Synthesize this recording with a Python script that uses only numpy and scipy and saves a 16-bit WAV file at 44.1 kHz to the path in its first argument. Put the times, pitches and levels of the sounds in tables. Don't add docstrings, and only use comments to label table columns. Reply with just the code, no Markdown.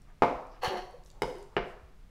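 import sys
import numpy as np
from scipy import signal
from scipy.fft import rfft, irfft
from scipy.io import wavfile
from scipy.ndimage import uniform_filter1d

SR = 44100
rng = np.random.default_rng(int(sys.argv[2]) if len(sys.argv) > 2 else 0)


def generate_wav(signal):
    frames = np.transpose(np.atleast_2d(signal))
    scaled = np.clip(frames, -1, 1) * 32767
    pcm = np.round(scaled).astype(np.int16)
    wavfile.write(sys.argv[1], SR, pcm)


N = 92610
TOP_HZ = 15800

# (pitch [Hz], level [dB])
EDGE = [(40, -15), (130, -13), (270, -4), (470, -5), (640, 0), (820, -0.5), (1250, -5.5), (1650, -17.5),
        (2350, -17), (3200, -30), (5000, -35.5), (8000, -46), (15000, -52.5)]
# (pitch [Hz], level [dB])
FLAT = [(40, -23), (140, -3), (260, -3), (430, 5), (640, -2), (940, 2), (1200, -13), (1500, -8.5),
        (1800, -36), (3000, -22.5), (6000, -27.5), (10000, -33), (15000, -82)]
# (pitch [Hz], level [dB])
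HANDLE = [(40, -26), (140, -4), (210, 3.5), (290, -8.5), (375, 10.5), (520, 1), (690, 4.5), (870, -1),
          (1500, -1.5), (2150, -6), (2900, -12), (3500, -20.5), (5200, -27), (8000, -48.5), (15000, -61)]
# (pitch [Hz], level [dB])
BOLSTER = [(40, -10), (400, 6), (900, -16.5), (1500, -12), (2900, 5), (3600, -23.5), (5500, -36),
           (8000, -48), (15000, -66)]
# (pitch [Hz], level [dB], time to fall by 60 dB [s])
BLADE = [(2112, 10, 0.012), (2943, 0.5, 0.02), (3860, 1.5, 0.027), (5054, 3, 0.02), (7410, -12.5, 0.02),
         (7800, -11, 0.018), (9740, -5.5, 0.018), (11300, -15.5, 0.0089), (12100, -17, .018),
         (14350, -21, 0.0073)]
# (pitch [Hz], level [dB])
RASP = [(600, -9), (1700, 3.5), (2400, -3.5), (3000, 4), (3700, -10), (4400, 1.5), (5200, -12),
        (6000, -7.5), (8000, -22.5), (10500, -24.5), (15300, -25), (16000, -42)]


def amp(db):
    return 10 ** (np.asarray(db) / 20)


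def evened(x):
    return x / np.sqrt(np.mean(x ** 2) + 1e-20)


def read(points, hz):
    f, value = np.transpose(points)
    return np.interp(np.log(hz + 1), np.log(f + 1), value)


def add(mix, s, sound):
    part = mix[max(round(s * SR), 0):][:len(sound)]
    part += sound[:len(part)]


def convolve(x, response):
    return signal.fftconvolve(x, response)[:len(x)]


def pulse(points, size=4096):
    hz = abs(np.fft.fftfreq(size, 1 / SR))
    log_gain = np.log(amp(read(points, hz)))
    spectrum = np.exp(np.conj(signal.hilbert(log_gain)))
    return np.fft.ifft(spectrum).real[:size // 2]


def ring(modes):
    t = np.arange(SR) / SR
    total = np.zeros(SR)
    for hz, db, t60 in modes:
        decay = np.log(1000) / t60
        total += amp(db) * 2 * decay / SR * np.exp(-decay * t) * np.sin(2 * np.pi * hz * t)
    return total


def band(x, hz, octaves):
    f = np.fft.rfftfreq(len(x), 1 / SR)
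    bell = np.exp(-.5 * (np.log2((f + 1) / hz) / octaves) ** 2)
    return irfft(rfft(x) * bell, len(x))


def room_tone():
    # (pitch [Hz], level per Hz [dB])
    floor = [(10, -3), (32, 4), (65, -14), (140, -14), (260, -24), (700, -32), (2000, -37), (5000, -44),
             (15000, -55)]
    gain = amp(read(floor, np.fft.rfftfreq(N, 1 / SR)))
    noise = irfft(rfft(rng.standard_normal(N)) * gain, N)
    return amp(-52.5) * evened(noise)


def kitchen(x):
    # (delay [s], gain [factor])
    echoes = [(.0023, 0.63), (.0079, 0.59), (0.0132, -0.71), (0.022, 0.18), (0.0242, 0.3), (.039, -0.15)]
    # (pitch [Hz], time to fall by 60 dB [s])
    room_t60 = [(100, 0.44), (400, 0.57), (1000, 0.72), (2800, .5), (7000, 0.63), (15000, 1)]
    # (pitch [Hz], level [dB])
    room_colour = [(100, -0.5), (300, 1.5), (600, -0.5), (1200, -1.5), (2500, 1), (6000, 1), (15000, -7.5)]
    scatter_db, scatter_s, fade_in_s = -6.5, 0.016, 0.0096
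    t = np.arange(SR) / SR
    hz, when, z = signal.stft(rng.standard_normal(SR), SR, nperseg=256)
    rate = np.log(1000) / read(room_t60, hz)[:, None]
    z = z * np.exp(-rate * when) * np.sqrt(2 * rate / SR)
    z = z * amp(read(room_colour, hz))[:, None]
    tail = signal.istft(z, SR, nperseg=256)[1][:SR]
    scatter = rng.choice([-1, 1], SR) * (rng.random(SR) < .1) * np.exp(-t / scatter_s)
    scatter = scatter / np.linalg.norm(scatter)
    response = (tail + amp(scatter_db) * scatter) * np.minimum(t / fade_in_s, 1)
    blur = np.hanning(7) / np.hanning(7).sum()
    for delay, gain in echoes:
        add(response, delay, gain * blur)
    return convolve(x, response)


def thuds():
    # (start [s], level [dB], pitch [Hz], length [s])
    pushes = [(0.322, -41.5, 46.2, 0.068), (0.674, -28.5, 104, 0.011), (0.725, -49, 210, 0.0772),
              (1.2, -40.5, 42.7, 0.099), (1.571, -41.5, 41.3, 0.091), (1.821, -47, 66, 0.047)]
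    out = np.zeros(N)
    for s, db, hz, length in pushes:
        t = np.arange(0, length, 1 / SR)
        swing = np.sin(2 * np.pi * hz * (length / 2 - t))
        add(out, s, amp(db) * np.hanning(len(t)) * swing)
    return out


def meat():
    # (start [s], level [dB], centre pitch [Hz])
    ticks = [(0.0194, -58.5, 6800), (0.469, -60, 6470), (0.909, -60, 8480), (1.037, -57, 5300),
             (1.049, -59.5, 9180), (1.061, -51.5, 5710), (1.102, -47, 4770), (1.115, -58, 7850),
             (1.385, -52, 7640), (1.4275, -51, 6700)]
    # (middle [s], length [s], level [dB], centre pitch [Hz], width [octaves])
    rubs = [(0.097, 0.085, -63, 766, 0.85), (0.528, 0.11, -72, 5200, 0.16), (0.553, 0.11, -64.5, 1225, 1),
            (0.946, .035, -47.5, 516, 0.27), (1.076, 0.074, -68.5, 5740, 0.89),
            (1.172, 0.13, -62, 585, 0.62), (1.532, 0.034, -57, 1063, 0.32),
            (1.688, 0.16, -73.5, 7400, 0.64)]
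    tick_octaves, tick_fade_s = 0.45, 0.0013
    out, t = np.zeros(N), np.arange(1024) / SR
    for s, db, hz in ticks:
        noise = evened(band(rng.standard_normal(len(t)), hz, tick_octaves))
        add(out, s, amp(db) * np.exp(-t / tick_fade_s) * noise)
    for s, length, db, hz, octaves in rubs:
        swell = np.hanning(int(length * SR))
        noise = evened(band(rng.standard_normal(SR), hz, octaves))
        add(out, s - length / 2, amp(db) * swell * noise[:len(swell)])
    return out


def grit():
    catches_per_s, spread_db = 2500, 4.5
    caught = rng.random(N) < catches_per_s / SR
    strength = amp(spread_db * np.minimum(rng.exponential(1, N), 3))
    return caught * rng.choice([-1, 1], N) * strength


def slipping(hz):
    jitter = 0.0189
    wander = evened(uniform_filter1d(rng.standard_normal(N), size=180))
    return np.cumsum(hz * (1 + jitter * wander)) / SR


def slide():
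    # (time [s], level [dB], hum pitch [Hz])
    path = [(1.237, -43, 535), (1.269, -43.5, 522.7), (1.31, -43.5, 487.5), (1.338, -53.5, 425),
            (1.365, -47.5, 356.6), (1.386, -52.5, 369), (1.414, -50.5, 415), (1.435, -56, 395),
            (1.454, -60, 376)]
    ring_db, rasp_db = -18, -17.5
    sag_per_s = 0.3
    t = np.arange(N) / SR
    s, db, hz = np.transpose(path)
    hum = evened(np.sin(2 * np.pi * slipping(np.interp(t, s, hz))))
    shimmer = evened(convolve(np.diff(grit(), prepend=0), ring(BLADE)[:SR // 4]))
    elapsed = np.maximum(t - s[0], 0)
    shimmer = np.interp(t - sag_per_s * elapsed ** 2 / 2, t, shimmer)
    rasp = evened(convolve(grit(), pulse(RASP)))
    on = (t > s[0]) & (t < s[-1])
    level = on * amp(np.interp(t, s, db))
    return level * (hum + amp(ring_db) * shimmer + amp(rasp_db) * rasp)


def squeal():
    # (time [s], pitch [Hz], first [dB], second [dB], third harmonic [dB])
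    path = [(0.621, 368.8, -60, -66, -73), (0.636, 371, -55, -35.5, -47), (0.656, 370.4, -50, -39.5, -38),
            (0.686, 386.2, -53, -48.5, -56), (0.71, 384.1, -36, -44, -60), (0.745, 370.2, -39, -47, -58),
            (0.766, 353.7, -51.5, -42.5, -55), (0.797, 357.6, -43, -42, -56), (0.815, 358, -88, -68, -76)]
    t = np.arange(N) / SR
    s, hz, *levels = np.transpose(path)
    turns = slipping(np.interp(t, s, hz))
    note = np.zeros(N)
    for k, db in enumerate(levels, 1):
        harmonic = evened(np.sin(2 * np.pi * k * turns))
        note += amp(np.interp(t, s, db)) * harmonic
    return (t > s[0]) * (t < s[-1]) * note


def scrape():
    # (time [s], judder level [dB], rasp level [dB], judder pitch [Hz],
    # contact [0 = tip, 1 = belly])
    stroke = [(0.612, -87, -69, 801.9, 0), (0.622, -44, -47, 796.7, 0), (0.630, -43, -42.5, 800.8, 0.63),
              (0.634, -27, -38.5, 828.4, 0.11), (0.645, -30, -32.5, 951, 0.071),
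              (0.675, -34, -36.5, 851.7, 0.065), (0.697, -39, -44.5, 597, 1),
              (0.727, -34, -52, 558.1, 0.61), (0.755, -37.5, -54.5, 601.7, 1), (0.779, -40, -44, 700, 1),
              (0.8, -40, -54, 704.4, 0.44), (0.83, -74, -57, 642.5, 1)]
    # (pitch [Hz], level [dB], time to fall by 60 dB [s])
    pressed = [(2100, 6, 0.05), (2860, 1, 0.034), (3306, 4, 0.051), (4374, 3, 0.027), (4526, 5.5, 0.027),
               (5750, 5.5, 0.027), (10640, 18.5, 0.026), (11500, 13, 0.046), (12980, 13, .04),
               (15150, 0, .022)]
    # (pitch [Hz], level [dB])
    judder_tip = [(150, -33.5), (380, -12.5), (510, 13.5), (630, -8.5), (760, 4.5), (900, -6), (1120, 2),
                  (1280, -22), (2000, -27), (3500, -36)]
    # (pitch [Hz], level [dB])
    judder_belly = [(120, -23), (210, 3), (290, -11.5), (375, 7), (440, 0), (540, 3.5), (640, 0), (740, 0),
                    (880, 0), (1250, -10), (2000, -11.5), (3500, -50)]
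    pitch_jitter, roughness = .3, 0.59
    t = np.arange(N) / SR
    s, judder_db, rasp_db, slip_hz, belly = np.transpose(stroke)
    on = (t > s[0]) & (t < s[-1])
    wander = evened(uniform_filter1d(rng.standard_normal(N), size=60))
    turns = np.cumsum(np.interp(t, s, slip_hz) * np.exp(pitch_jitter * wander)) / SR
    slips = np.diff(np.floor(turns), prepend=0) * (1 + roughness * rng.standard_normal(N))
    slips = slips - slips.mean()
    tip = evened(convolve(slips, pulse(judder_tip)))
    deep = evened(convolve(slips, pulse(judder_belly)))
    share = np.clip(np.interp(t, s, belly), 0, 1)
    judder = (1 - share) * tip + share * deep
    rasp = convolve(grit(), pulse(RASP))
    rasp = evened(rasp + convolve(rasp, ring(pressed)))
    judder = judder * amp(np.interp(t, s, judder_db))
    rasp = rasp * amp(np.interp(t, s, rasp_db))
    return on * (judder + rasp)


def crunch(push):
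    lowest_hz, spread_s = 3010, 0.0021
    r = np.exp(-2 / (spread_s * SR))
    pitches = np.linspace(lowest_hz, TOP_HZ, 18)
    step = pitches[1] - pitches[0]
    for hz in pitches + step * rng.uniform(-0.79, 1, len(pitches)):
        poles = np.array([1, -2 * r * np.cos(2 * np.pi * hz / SR), r * r])
        push = signal.lfilter(poles[::-1], poles, push)
    return push


def knocks():
    # (time [s], push level [dB], worktop ring against the push [dB],
    # blade ring [dB], push sent to the room [dB], contact [tone colour])
    hits = [(0.2218, 21.5, 2.5, -39, 1, EDGE), (1.2199, 8.5, -1, -0.5, 1.5, FLAT),
            (1.5656, 1.5, -11, -41, -13.5, BOLSTER), (1.5671, 9.5, -1, -56, -1.5, HANDLE)]
    # (pitch [Hz], level [dB], time to fall by 60 dB [s])
    worktop_modes = [(134.2, 6, .6), (267, 11, 0.5), (377, 1, 0.38), (442, 10.5, 0.4), (498.3, 14.5, 0.57),
                     (541.2, 10, 0.52), (695.6, 15.5, 0.31), (838, 6.5, .35), (872, 9, 0.3), (952, 6, 0.26),
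                     (1016, 8.5, 0.33), (1266, 3, 0.86), (1514, 10, 0.33), (2116, 16, .33)]
    blade_room_db = -7.5
    direct, feed = np.zeros(N), np.zeros(N)
    worktop, blade = ring(worktop_modes), ring(BLADE)
    for s, db, worktop_db, blade_db, room_db, contact in hits:
        push = -amp(db) * crunch(pulse(contact))
        clink = amp(blade_db) * crunch(blade)
        add(direct, s, push)
        add(direct, s, clink + amp(worktop_db) * convolve(worktop, push))
        add(feed, s, amp(room_db) * push)
        add(feed, s, amp(blade_room_db) * clink)
    return direct, feed


def scene():
    direct, feed = knocks()
    handling = scrape() + squeal() + slide() + meat()
    near = direct + amp(-1.5) * handling
    reflected = kitchen(feed + amp(-7.0) * handling)
    return (near + reflected + thuds() + room_tone())[None]


def record(dry):
    low_pass = signal.firwin(511, TOP_HZ, window=("kaiser", 9), fs=SR)
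    return signal.oaconvolve(dry, low_pass[None], "same")


dry = scene()
out = record(dry)
generate_wav(out)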